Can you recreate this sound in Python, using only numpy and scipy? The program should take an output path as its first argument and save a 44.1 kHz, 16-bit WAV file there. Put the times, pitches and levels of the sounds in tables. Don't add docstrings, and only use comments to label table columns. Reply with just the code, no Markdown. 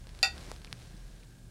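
import sys
import numpy as np
from scipy import signal
from scipy.fft import rfft, irfft
from scipy.io import wavfile
from scipy.ndimage import map_coordinates

SR = 44100
rng = np.random.default_rng(int(sys.argv[2]) if len(sys.argv) > 2 else 0)


def output_pcm(signal):
    pcm = np.clip(np.atleast_2d(signal).T, -1, 1) * 32767
    wavfile.write(sys.argv[1], SR, np.round(pcm).astype(np.int16))


N = 66150
T = np.arange(N) / SR

# frequency_hz, level_db
SNAP_SPECTRUM = [(150, -18), (700, -7), (1900, 0), (4400, 1), (5600, -2.5), (7100, -21), (9800, -8.5),
                 (12200, -24), (16000, -34.5)]


def amp(db):
    return 10 ** (np.asarray(db) / 20)


def unit(x):
    return x / np.sqrt(np.mean(x ** 2) + 1e-20)


def gains(spectrum, size):
    hz, db = np.transpose(spectrum)
    grid_hz = np.fft.rfftfreq(size, 1 / SR)
    return amp(np.interp(np.log(grid_hz + 1), np.log(hz + 1), db))


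def noise(spectrum):
    white = rfft(rng.standard_normal(2 * N))
    return unit(irfft(white * gains(spectrum, 2 * N))[:N])


def wobble(knots_per_s):
    knots = rng.standard_normal(int(N * knots_per_s / SR) + 4)
    return map_coordinates(knots, [T * knots_per_s])


def pulse(spectrum, size=2048):
    cepstrum = irfft(np.log(gains(spectrum, size)))
    cepstrum[1:size // 2] *= 2
    cepstrum[size // 2 + 1:] = 0
    shape = irfft(np.exp(rfft(cepstrum)))
    return shape / np.abs(shape).max()


def since(start_s):
    return np.maximum(T - start_s, 0)


def fade(t, attack_s, t60_s):
    return (1 - np.exp(-t / attack_s)) * np.exp(-np.log(1000) * t / t60_s)


def glass_contact(start_s, attack_s=0.0005):
    # pitch_hz, level_db, t60_s
    modes = [(468, -38, 0.019), (2400, -24, 0.02), (4290, -14, 0.014), (4745, -7, 0.0097),
             (7180, -13.5, 0.0092), (9830, -26, 0.0063), (11450, -28.5, 0.011)]
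    t = since(start_s)
    crack = amp(-45) * fade(t, attack_s, t60_s=0.0061) * rng.standard_normal(N)
    tick = sum(amp(db) * fade(t, attack_s, t60_s) * np.sin(2 * np.pi * hz * t) for hz, db, t60_s in modes)
    return crack + tick


def glass_ring(start_s, attack_s=0.0016, waver_rad=0.13):
    # pitch_hz, level_db, t60_s
    modes = [(773, -24.5, .125), (1295, -36, .14), (1459, -31.5, .2), (1908, -28, .205), (2353, -37, .14),
             (2540, -37, .15), (2665, -22, .17), (2692, -34, .17), (3609, -26.5, .185), (4594, -29, .19),
             (4657, -35, .24), (4694, -31, .17), (4813, -26, .145), (4935, -34, .16), (5685, -37, .15),
             (9098, -48, .14), (11470, -52, .15)]
    t = since(start_s)
    ring = np.zeros(N)
    for hz, db, t60_s in modes:
        phase = 2 * np.pi * hz * t + waver_rad * wobble(knots_per_s=91)
        ring += amp(db) * fade(t, attack_s, t60_s) * np.sin(phase)
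    return ring


def clink_reflections(start_s, attack_s=0.00023):
    # delay_s, level_db
    walls = [(.0072, -19), (.0174, -9.5), (.0318, -20), (.0402, -22)]
    # frequency_hz, level_db
    diffuse_spectrum = [(200, -34.5), (550, -12.5), (780, -1), (1080, -24), (1380, -9), (1650, -14),
                        (2100, -14), (2550, -0.5), (2950, -16.5), (3800, -23), (4250, -5), (4750, 0.5),
                        (5400, -21.5), (5750, -11), (6150, -25), (7050, -8), (7900, -23), (10000, -23.5),
                        (11600, -30.5), (13500, -48), (16000, -52)]
    t = since(start_s)
    echoes = sum(amp(db) * glass_contact(start_s + delay_s) for delay_s, db in walls)
    near_scatter = amp(-26.5) * fade(t, attack_s, t60_s=0.061) * noise(diffuse_spectrum)
    tail = amp(-26) * fade(t, attack_s, t60_s=0.19) * noise(diffuse_spectrum)
    return echoes + near_scatter + tail


def sleeve_clicks():
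    # start_s, snap_peak_db, push_peak_db
    clicks = [(0.0704, -38, -44), (0.0923, -37.5, -56), (0.1496, -39, -53), (0.1908, -36, -51),
              (0.3802, -30.5, -54), (0.409, -40, -52), (.5161, -38.5, -24), (0.5629, -37, -58),
              (0.618, -40, -55), (0.6471, -29, -58), (.6558, -42, -62), (0.6702, -43, -49),
              (0.6704, -54, -63), (.7141, -43, -58), (.7280, -19.5, -49), (1.2351, -43.5, -66)]
    # frequency_hz, level_db
    push_spectrum = [(80, -34), (450, 3), (900, -1.5), (2000, -10.5), (2900, -24), (4500, -13), (8500, -15),
                     (12000, -29.5), (16000, -41)]
    snap, push = pulse(SNAP_SPECTRUM), pulse(push_spectrum)
    out = np.zeros(N + SR)
    for start_s, snap_db, push_db in clicks:
        out[round(start_s * SR):][:len(snap)] += amp(snap_db) * snap + amp(push_db) * push
    return out[:N]


def sleeve_rustle(grain_db=2, catches_per_s=700, snaps_per_s=100):
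    # time_s, swish_db, rub_db
    movement = [(0, -66, -65), (.2, -62, -61), (.3, -62, -63), (.36, -57.5, -51), (0.442, -55.5, -55.5),
                (.51, -55, -51.5), (.55, -58.5, -61.5), (.61, -64, -63), (.72, -62.5, -59.5),
                (.77, -62, -62), (.82, -58.5, -62.5), (.93, -63.5, -65.5), (1.1, -65, -65.5),
                (1.3, -68, -74), (1.5, -72, -98)]
    # frequency_hz, level_db
    swish_spectrum = [(300, 0), (1200, -4), (2200, -2), (4200, 1), (6500, -4), (10000, -8.5), (13000, -18),
                      (16000, -26)]
    # frequency_hz, level_db
    rub_spectrum = [(50, -19), (95, -1), (160, 2), (330, 1.5), (600, -4), (1200, -8.5), (2200, -10),
                    (5000, -40), (16000, -64)]
    time_s, swish_db, rub_db = np.transpose(movement)
    swish = unit(noise(swish_spectrum) * amp(grain_db * wobble(catches_per_s)))
    snaps = (rng.random(N) < snaps_per_s / SR) * rng.standard_normal(N)
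    crackle = amp(6.5) * signal.fftconvolve(snaps, pulse(SNAP_SPECTRUM))[:N]
    rub = amp(np.interp(T, time_s, rub_db)) * noise(rub_spectrum)
    return amp(np.interp(T, time_s, swish_db)) * (swish + crackle) + rub


def microphone_bumps(rise_s=0.0028):
    # start_s, peak_db, pitch_hz
    bumps = [(.483, -40.5, 161), (0.675, -45, 124), (.7315, -39.5, 158), (.942, -41, 162)]
    out = np.zeros(N)
    for start_s, db, hz in bumps:
        t = since(start_s)
        envelope = t / rise_s * np.exp(1 - t / rise_s)
        out += amp(db) * envelope * np.sin(2 * np.pi * hz * t)
    return out


def handling_taps():
    # start_s, level_db, pitch_hz
    taps = [(0.6747, -35.5, 2440), (1.23, -43.5, 2400)]
    out = np.zeros(N)
    for start_s, db, hz in taps:
        t = since(start_s)
        out += amp(db) * fade(t, attack_s=1 / hz, t60_s=0.0058) * np.sin(2 * np.pi * hz * t)
    return out


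def room_tone(swing_db=1, waver_rad=0.45):
    hum_pitches = [42, 69, 118.4]
    # time_s, low_tone_db, middle_tone_db, high_tone_db
    hum_levels = [(0, -55.5, -54.5, -57), (.15, -51, -62.5, -61.5), (.35, -61.5, -49, -63.5),
                  (.5, -50, -60, -60.5), (.8, -55.5, -63, -54.5), (1.0, -48, -57, -66.5),
                  (1.25, -52.5, -71, -56.5), (1.5, -62.5, -58, -58)]
    # frequency_hz, level_db
    rumble_spectrum = [(12, -37), (25, -3.5), (42, -1), (55, -23.5), (70, 0.5), (88, -13), (118, -6.5),
                       (140, -9.5), (165, -8), (210, -15.5), (400, -23.5), (800, -31.5), (2000, -52)]
    # frequency_hz, level_db
    hiss_spectrum = [(200, -19.5), (1200, -1), (1480, 4.5), (1620, 14), (1850, -2.5), (2500, -2),
                     (5000, -1), (9000, 0.5), (13000, -10.5), (16000, -13.5)]
    time_s, *tone_levels = np.transpose(hum_levels)
    hum = np.zeros(N)
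    for hz, db in zip(hum_pitches, tone_levels):
        level_db = np.interp(T, time_s, db) + swing_db * wobble(knots_per_s=3.56)
        phase = 2 * np.pi * (hz * T + rng.random()) + waver_rad * wobble(knots_per_s=3.4)
        hum += np.sqrt(2) * amp(level_db) * np.sin(phase)
    return hum + amp(-53.5) * noise(rumble_spectrum) + amp(-67) * noise(hiss_spectrum)


def scene():
    strike_s = 0.2289
    clink = glass_ring(strike_s) + clink_reflections(strike_s) + glass_contact(strike_s)
    mix = clink + room_tone() + sleeve_clicks() + sleeve_rustle() + microphone_bumps() + handling_taps()
    return mix[None]


def record(dry):
    top_hz = 15900
    passband = np.fft.rfftfreq(2 * N, 1 / SR) < top_hz
    return irfft(rfft(dry, 2 * N) * passband)[..., :N]


dry = scene()
out = record(dry)
output_pcm(out)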